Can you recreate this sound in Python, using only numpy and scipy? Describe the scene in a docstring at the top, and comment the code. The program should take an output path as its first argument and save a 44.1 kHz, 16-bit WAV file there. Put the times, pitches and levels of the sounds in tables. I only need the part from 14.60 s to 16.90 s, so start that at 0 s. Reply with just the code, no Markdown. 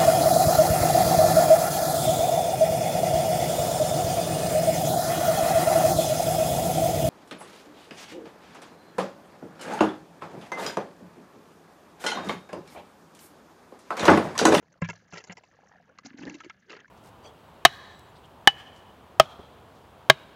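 """A faint trickle in quiet bathroom air, then the rasp of a coiled steel cable in a clogged basin drain,
close to a small microphone. The coils catch on the drain wall: stuttering bursts of grit ring the pipe,
and finer grit rubs beneath them. Knocks thump the basin as decaying low modes with a short clank.
Air gulps and churns in the rising water as swelling cycles and wavering tones that climb in pitch.
Plops, pings, drips and the trickle are bubbles: a few cycles that swell, fade and creep upward."""
import sys
import numpy as np
from scipy import signal
from scipy.fft import rfft, irfft
from scipy.io import wavfile
from scipy.ndimage import uniform_filter1d

SR = 44100
rng = np.random.default_rng(int(sys.argv[2]) if len(sys.argv) > 2 else 0)


def wrap_up_sound(samples):
    """Save the sound to the file named by the first command line argument, as 16-bit audio."""
    columns = np.atleast_2d(samples).T
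    # keep every value between -1 and 1, then stretch to whole-number steps
    tamed = np.clip(columns, -1, 1)
    steps = np.round(tamed * 32767).astype(np.int16)
    wavfile.write(sys.argv[1], SR, steps)


N = 101430  # samples

ATTACK_SHARE, RELEASE_S, GRIT_DB = 0.16, 0.0028, 1  # attack as a share of the catch's length
RING_WIDTH_HZ, RING_DB = 130, -3  # the strongest ring, relative to the rest of the pipe
BROAD_DB = -17  # broad resonance behind the separate ones
BODY_HZ, BODY_WIDTH_HZ = 447, 486
STUTTER_DB, MODE_STUTTER_DB = 3.5, 5
# the risen water dulls and damps the steel
WET_FROM_S = 1.4
DRY_TREBLE_HZ, WET_TREBLE_HZ, TREBLE_WIDTH_HZ = 6070, 5110, 3020
DRY_WIDTH_HZ, WET_WIDTH_HZ = 75, 140  # width of each pipe resonance
PATCH_WIDTH_HZ, PATCH_SPREAD = 1300, 0.22  # patches of treble, spread in log frequency
# catches of the coils on the drain wall, close to the microphone: (time [s], pipe level [dB],
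# low body level [dB], treble level [dB], strongest ring [Hz], length [ms])
CATCH_TABLE = [(0.026, -63, -59, -78, 1420, 5.8), (0.125, -66.5, -66, -62.5, 1570, 3.6),
               (0.217, -39.5, -36, -51, 1030, 6), (0.244, -40, -56, -57, 2320, 12.6),
               (0.287, -35, -44, -47.5, 945, 8.3), (0.297, -35.5, -42.5, -45.5, 2140, 9.3),
               (0.33, -47.5, -61, -66.5, 675, 2.4), (0.524, -46, -49.5, -55.5, 697, 3.6),
               (0.534, -43, -45, -49, 1327, 6.9), (0.549, -48, -52.5, -58.5, 1880, 22.2),
               (0.57, -44.5, -48.5, -49, 1946, 21.9), (0.599, -51, -53.5, -62, 1950, 9.4),
               (0.639, -53, -53, -49, 2050, 6.3), (0.669, -63.5, -58.5, -59.5, 1440, 17),
               (0.697, -42.5, -46, -74, 1923, 6.7), (0.707, -48, -58, -63, 1660, 10.6),
               (0.719, -48.5, -53.5, -50, 716, 10.6), (0.768, -51, -52, -57, 1993, 17),
               (0.835, -54, -67, -66.5, 690, 6.9), (1.385, -47.5, -61, -51.5, 1290, 4),
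               (1.447, -55.5, -57, -73, 1470, 12.6), (1.459, -51.5, -55.5, -52, 728, 3.9),
               (1.573, -62, -68, -58.5, 2500, 7.7), (1.584, -51.5, -53, -76, 1500, 9.1),
               (1.602, -56, -67, -74, 2580, 34), (1.632, -46.5, -60, -65, 1780, 6.8),
               (1.652, -66, -46, -49, 2000, 2), (1.667, -48.5, -45.5, -65, 1716, 17),
               (1.696, -42.5, -58, -48, 2630, 3.4), (1.741, -50, -60, -54, 2654, 12.9),
               (1.803, -42.5, -65, -56, 1337, 8.1), (1.835, -51, -56, -64, 2840, 4.7),
               (1.844, -51.5, -57, -58.5, 2180, 10), (1.897, -38.5, -55, -50.5, 2113, 1.15),
               (1.902, -43.5, -73, -99, 1330, 5.4), (2.095, -45.5, -68, -57.5, 2710, 11.4),
               (2.112, -47, -74, -79, 1260, 7.9), (2.128, -46.5, -60, -69, 1297, 10),
               (2.148, -54.5, -63, -77, 1910, 15), (2.164, -49.5, -63, -86, 1380, 11),
               (2.189, -58, -69, -81, 1360, 19), (2.279, -59.5, -76, -69, 2160, 3)]


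def catches():
    """Each catch is a stuttering burst of grit that rings the pipe, its body and patches of the steel's treble."""
    out, t = np.zeros(N), np.arange(3072) / SR
    for start, pipe_db, body_db, treble_db, ring_hz, ms in CATCH_TABLE:
        length = ms / 1000
        rise = np.minimum(t / (ATTACK_SHARE * length), 1)
        env = rise * np.exp(-np.maximum(t - length, 0) / RELEASE_S)
        energy_span = SR * (length + RELEASE_S / 2)

        def unit(x):
            """Unit power over the length of the catch."""
            return x / np.sqrt(np.sum(x ** 2) / energy_span)

        low_grit, treble_grit = grit((2, len(t)), GRIT_DB) * env * slips(len(t), STUTTER_DB)
        wet = start >= WET_FROM_S
        steel_hz = WET_TREBLE_HZ if wet else DRY_TREBLE_HZ
        width_hz = WET_WIDTH_HZ if wet else DRY_WIDTH_HZ

        strongest = band_twice(low_grit, ring_hz, RING_WIDTH_HZ)
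        ring = unit(pipe(low_grit, width_hz)) + undb(RING_DB) * unit(strongest)

        broad_body = undb(BROAD_DB) * band_twice(low_grit, BODY_HZ, BODY_WIDTH_HZ)
        body = modes(low_grit, True, width_hz) + broad_body

        treble = band_twice(treble_grit, steel_hz, TREBLE_WIDTH_HZ)
        for patch_hz in steel_hz * np.exp(PATCH_SPREAD * rng.uniform(-1.58, 1, size=2)):
            stuttered = treble_grit * slips(len(t), MODE_STUTTER_DB)
            treble += band_twice(stuttered, patch_hz, PATCH_WIDTH_HZ)

        burst = undb(pipe_db) * unit(ring) + undb(body_db) * unit(body) + undb(treble_db) * unit(treble)
        add(out, start, burst)
    return out


def grit(size, spread_db):
    """Dense clicks of uneven strength."""
    return rng.standard_normal(size) * undb(spread_db * np.minimum(rng.exponential(size=size), 3))


def slips(size, db):
    """A gain that jumps every few milliseconds as the coils stick and slip."""
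    hold = 110  # samples
    heights = np.r_[1, rng.standard_normal(size // hold + 1)]
    steps = uniform_filter1d(np.repeat(heights, hold), size=40)[:size]
    return undb(db * np.clip(steps, -2, 2))


BODY_TOP_HZ, PIPE_TOP_HZ = 900, 3400


def pipe(x, width_hz):
    """The separate resonances above the body plus a broad one, kept to the pipe's own range."""
    rings = modes(x, False, width_hz) + undb(BROAD_DB) * band(x, 2700, 1400)
    sos = signal.butter(4, (BODY_TOP_HZ, PIPE_TOP_HZ), "band", fs=SR, output="sos")
    return signal.sosfilt(sos, rings)


MODE_SCATTER_DB, MODE_DETUNE = 4, 0.015  # each contact point favours other resonances
# resonances of drain pipe and cable: (pitch [Hz], relative level [dB])
PIPE_MODES = [(441, -5.5), (554, -9.5), (759, -9.5), (1035, -1.5), (1355, -3.5), (1647, 2.5), (2050, -2),
              (2180, -8.5), (2335, -9), (2710, -6.5), (2925, -20), (3420, -29.5)]


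def modes(x, low, width_hz):
    """The resonances below or above the body's top; each is favoured, detuned and caught by its own chance."""
    out = np.zeros(len(x))
    for hz, db in PIPE_MODES:
        if (hz < BODY_TOP_HZ) == low:
            gain = undb(db + MODE_SCATTER_DB * rng.uniform(-4.1, 1))
            caught = x * slips(len(x), MODE_STUTTER_DB)
            detuned_hz = hz * (1 + MODE_DETUNE * rng.standard_normal())
            out += gain * band(caught, detuned_hz, width_hz)
    return out


KNOCK_T60_S, KNOCK_PUSH_S = 0.13, 0.0016
DEEP_HZ, DEEP_DB, DEEP_T60_S = 105.8, -15.5, 0.27  # level relative to the upper mode
CLANK_DB, CLANK_T60_S = -10, 0.042
# knocks on the basin: (time [s], level of the upper mode [dB], its pitch [Hz])
KNOCK_TABLE = [(0.2207, -17, 168.3), (0.289, -30.5, 167), (0.531, -37.5, 169.7), (0.695, -36, 182),
               (1.632, -39.5, 169), (1.667, -40, 171)]


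def knocks():
    """A soft push sets off the basin's two low modes and a short clank of the pipe."""
    out, t = np.zeros(N), np.arange(16384) / SR

    def mode(hz, t60):
        """A sine that loses 60 dB in t60 seconds."""
        return np.sin(2 * np.pi * hz * t) * undb(-60 * t / t60)

    clank = np.zeros(len(t))
    for k, (hz, db) in enumerate(PIPE_MODES):
        clank += (-1) ** k * undb(db) * mode(hz, CLANK_T60_S)  # alternating signs
    deep = undb(DEEP_DB) * mode(DEEP_HZ, DEEP_T60_S)
    push = 1 - np.exp(-t / KNOCK_PUSH_S)
    for start, db, hz in KNOCK_TABLE:
        ring = mode(hz, KNOCK_T60_S) + deep + undb(CLANK_DB) * clank
        add(out, start, undb(db) * ring * push)
    return out


CHURN_DB, CHURN_WIDTH_HZ = -3, 66  # level ahead of the resonance and the curve
# gulps of air in the drain: (time [s], peak level [dB], starting pitch [Hz])
GULP_TABLE = [(1.448, -38.5, 255.7), (1.465, -40.5, 241.6), (1.509, -44.5, 244.6), (1.542, -37.5, 257),
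              (1.591, -35, 247), (1.608, -39.5, 261), (1.633, -35, 303), (1.662, -36, 297),
              (1.676, -33.5, 229), (1.708, -41, 298), (1.721, -48, 286), (1.746, -35, 298),
              (1.845, -43.5, 312), (1.862, -37, 324), (2.104, -41, 424), (2.136, -42.5, 460),
              (2.165, -41, 410)]
# churning of the air column over the rising water, one list per spell:
# (time [s], relative level [dB], pitch [Hz])
CHURN_SPELLS = [
    [(1.42, -83.5, 253.7), (1.668, -35.5, 269), (1.9, -75, 349.6)],
    [(2.06, -68.5, 364.5), (2.112, -43.5, 400.6), (2.24, -65.5, 429)],
]


def gulps():
    """Single gulps over a churning air column whose pitch climbs with the water."""
    out = np.zeros(N)
    for start, db, hz in GULP_TABLE:
        add(out, start, undb(db) * bubble(hz, rise=0.99, fall=2.14, glide=0.018))
    smoothing = np.exp(-np.pi * CHURN_WIDTH_HZ / SR)
    for rows in CHURN_SPELLS:
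        # two slow random gains on a cosine and a sine make a tone that wavers
        wobble = signal.lfilter([1], [1, -smoothing], rng.standard_normal((2, N)))
        phase = 2 * np.pi * np.cumsum(curve(rows, 2)) / SR
        air = level(wobble[0] * np.cos(phase) + wobble[1] * np.sin(phase), CHURN_DB)
        out += band(air, 250, 460) * undb(curve(rows, 1, outside=-120))
    return out


# rubbing that swells and fades under the catches: (time [s], rasp level [dB], hiss level [dB])
RUB_CURVE = [(0, -89, -80.5), (.2, -77.5, -78.5), (.23, -43.5, -67), (.34, -66.5, -64), (.48, -73, -79),
             (.54, -59, -61.5), (.74, -69.5, -78), (.86, -75, -74.5), (1.42, -69.5, -83.5),
             (1.46, -58, -49.5), (1.56, -63.5, -84), (1.6, -61, -59.5), (1.77, -62, -67),
             (1.88, -57.5, -70.5), (1.93, -66.5, -78.5), (2.07, -70, -82), (2.11, -61, -52.5),
             (2.21, -64, -77), (2.3, -75.5, -82)]


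def rubbing():
    """Fine, uneven grit under the cable, through the same pipe; the treble crackles in two patches."""
    rasp_grit, lower_grit, upper_grit = grit((3, N), GRIT_DB)
    rasp = level(pipe(rasp_grit * flicker(140, db=4.5), WET_WIDTH_HZ), 0)
    lower = band_twice(lower_grit * flicker(160, db=7.5), 4480, 1500)
    upper = band_twice(upper_grit * flicker(160, db=7.5), 6100, 1500)
    hiss = level(lower + upper, 0)
    return rasp * undb(curve(RUB_CURVE, 1)) + hiss * undb(curve(RUB_CURVE, 2))


def flicker(rate, db):
    """An uneven gain that changes about rate times a second."""
    k = int(SR / rate)
    steps = np.repeat(rng.standard_normal(N // 100), k)
    return undb(db * uniform_filter1d(steps, k)[:N])


# plops, mostly low, with a few high pings: (time [s], peak level [dB], starting pitch [Hz])
PLOP_TABLE = [(.988, -49, 780), (1.034, -48.5, 830), (1.113, -51, 790), (1.157, -49.5, 725),
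              (1.199, -49.5, 710), (1.387, -39, 1170), (1.460, -41, 758), (1.616, -45, 850),
              (1.697, -49, 890), (1.768, -56.5, 586), (2.203, -46.5, 2980)]
# drips: (time [s], peak level [dB], starting pitch [Hz])
DRIP_TABLE = [(1.116, -51.5, 1710), (1.137, -55, 1670), (1.157, -51.5, 1690), (1.184, -54, 1620),
              (1.297, -51.5, 1400), (1.582, -47.5, 1950), (1.676, -34.5, 1760), (1.719, -57, 1310),
              (2.129, -38.5, 1820), (2.151, -46, 1730), (2.19, -45, 1760), (2.207, -47, 1800),
              (2.22, -62, 1650), (2.245, -44, 1490), (2.2553, -45.5, 1630)]


def plops():
    """Plops and pings, and drips that chirp upward."""
    out = np.zeros(N)
    for start, db, hz in PLOP_TABLE:
        add(out, start, undb(db) * bubble(hz, rise=2.46, fall=2.9, glide=0.0023))
    for start, db, hz in DRIP_TABLE:
        add(out, start, undb(db) * bubble(hz, rise=1.9, fall=4.7, glide=0.011))
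    return out


def bubble(hz, rise, fall, glide):
    """A few cycles that swell, fade and creep up in pitch; rise and fall in cycles."""
    cycles = np.arange(int((rise + 5 * fall) * SR / hz)) * hz / SR
    swell = np.sin(np.pi / 2 * np.minimum(cycles / rise, 1)) ** 2
    fade = np.exp(-np.maximum(cycles - rise, 0) / fall)
    return swell * fade * np.sin(2 * np.pi * cycles * (1 + glide * cycles / 2))


BUBBLES_PER_S, BUBBLE_SCATTER_DB, BUBBLE_SPREAD = 450, 5, 0.14  # spread in log pitch
# trickle of bubbles: (time [s], level [dB])
TRICKLE_CURVE = [(0, -67), (.85, -68), (1., -62.5), (1.33, -64.5), (1.56, -71.5), (1.68, -52.5),
                 (1.8, -75.5), (2.07, -77.5), (2.13, -57.5), (2.3, -82)]
# bubble sizes that the narrow drain favours: (pitch [Hz], relative level [dB])
BUBBLE_SIZES = [(560, 1), (780, 0), (1150, -2), (1680, 3.5), (2600, -7)]


def trickle():
    """Many small bubbles of a few favoured sizes."""
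    out, count = np.zeros(N), int(BUBBLES_PER_S * N / SR)
    starts = rng.random(count) * N / SR
    picks = rng.integers(len(BUBBLE_SIZES), size=count)
    for start, pick, (size, loud) in zip(starts, picks, rng.standard_normal((count, 2))):
        hz, db = BUBBLE_SIZES[pick]
        hz = hz * np.exp(BUBBLE_SPREAD * size)
        db = db + BUBBLE_SCATTER_DB * np.clip(loud, -2, 2)
        add(out, start, undb(db) * bubble(hz, rise=0.29, fall=4, glide=0.01))
    return level(out, 0) * undb(curve(TRICKLE_CURVE, 1))


ROOM_DB = -66.5
# spectrum of the bathroom air: (frequency [Hz], relative level per Hz [dB])
ROOM_SPECTRUM = [(18, -30.5), (30, 3), (190, 12.5), (1150, -20), (1630, -8.5), (6790, -33.5), (8000, -31),
                 (10400, -79), (17600, -120)]


def room():
    """The quiet bathroom air: noise shaped along a spectrum."""
    hz = np.arange(N // 2 + 1) * SR / N + 1  # kept above zero for the logarithm
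    rows = np.array(ROOM_SPECTRUM)
    shape_db = np.interp(np.log(hz), np.log(rows[:, 0]), rows[:, 1])
    air = irfft(rfft(rng.standard_normal(N)) * undb(shape_db), N)
    return level(air, ROOM_DB)


def undb(db):
    """Decibels to amplitude."""
    return 10 ** (np.asarray(db) / 20)


def level(x, db):
    """Set the RMS level."""
    return x * undb(db) / np.sqrt(np.mean(x ** 2))


def band(x, hz, width_hz):
    """Resonance with gain 1 at the centre."""
    return signal.lfilter(*signal.iirpeak(hz, hz / width_hz, fs=SR), x)


def band_twice(x, hz, width_hz):
    """The same resonance twice, for steeper sides."""
    return band(band(x, hz, width_hz), hz, width_hz)


def curve(rows, col, outside=None):
    """Straight lines through one column over time; outside replaces the held end values."""
    rows = np.array(rows)
    return np.interp(np.arange(N) / SR, rows[:, 0], rows[:, col], outside, outside)


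def add(out, start, x):
    """Mix x into out from start seconds on."""
    i = max(int(start * SR), 0)
    out[i:i + len(x)] += x[:N - i]


# the level dips briefly: (centre time [s], length [s], depth [dB])
DIP_TABLE = [(0.203, 0.011, -41), (0.747, 0.01, -26), (1.43, 0.0078, -9)]


def scene():
    """All layers; the dips touch only the knocks, rubbing, trickle and room."""
    t = np.arange(N) / SR
    dips_db = sum(db * np.exp(-((t - centre) / length * 2) ** 2) for centre, length, db in DIP_TABLE)
    undipped = catches() + gulps() + plops()
    dipped = knocks() + rubbing() + trickle() + room()
    return (undipped + undb(dips_db) * dipped)[None]


MIC_LOW_HZ, MIC_TOP_HZ, TOP_HZ = 65, 7300, 15600
HISS_DB = -92.5  # ahead of the last low-pass


def record(dry):
    """A narrow microphone channel with faint electronic hiss."""
    mic = signal.sosfilt(signal.cheby1(10, .5, MIC_TOP_HZ, fs=SR, output="sos"), dry)
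    mic = signal.sosfilt(signal.butter(2, MIC_LOW_HZ, "high", fs=SR, output="sos"), mic)
    mic = mic + undb(HISS_DB) * rng.standard_normal(dry.shape)
    return signal.sosfilt(signal.ellip(8, .2, 70, TOP_HZ, fs=SR, output="sos"), mic)


dry = scene()
out = record(dry)
wrap_up_sound(out)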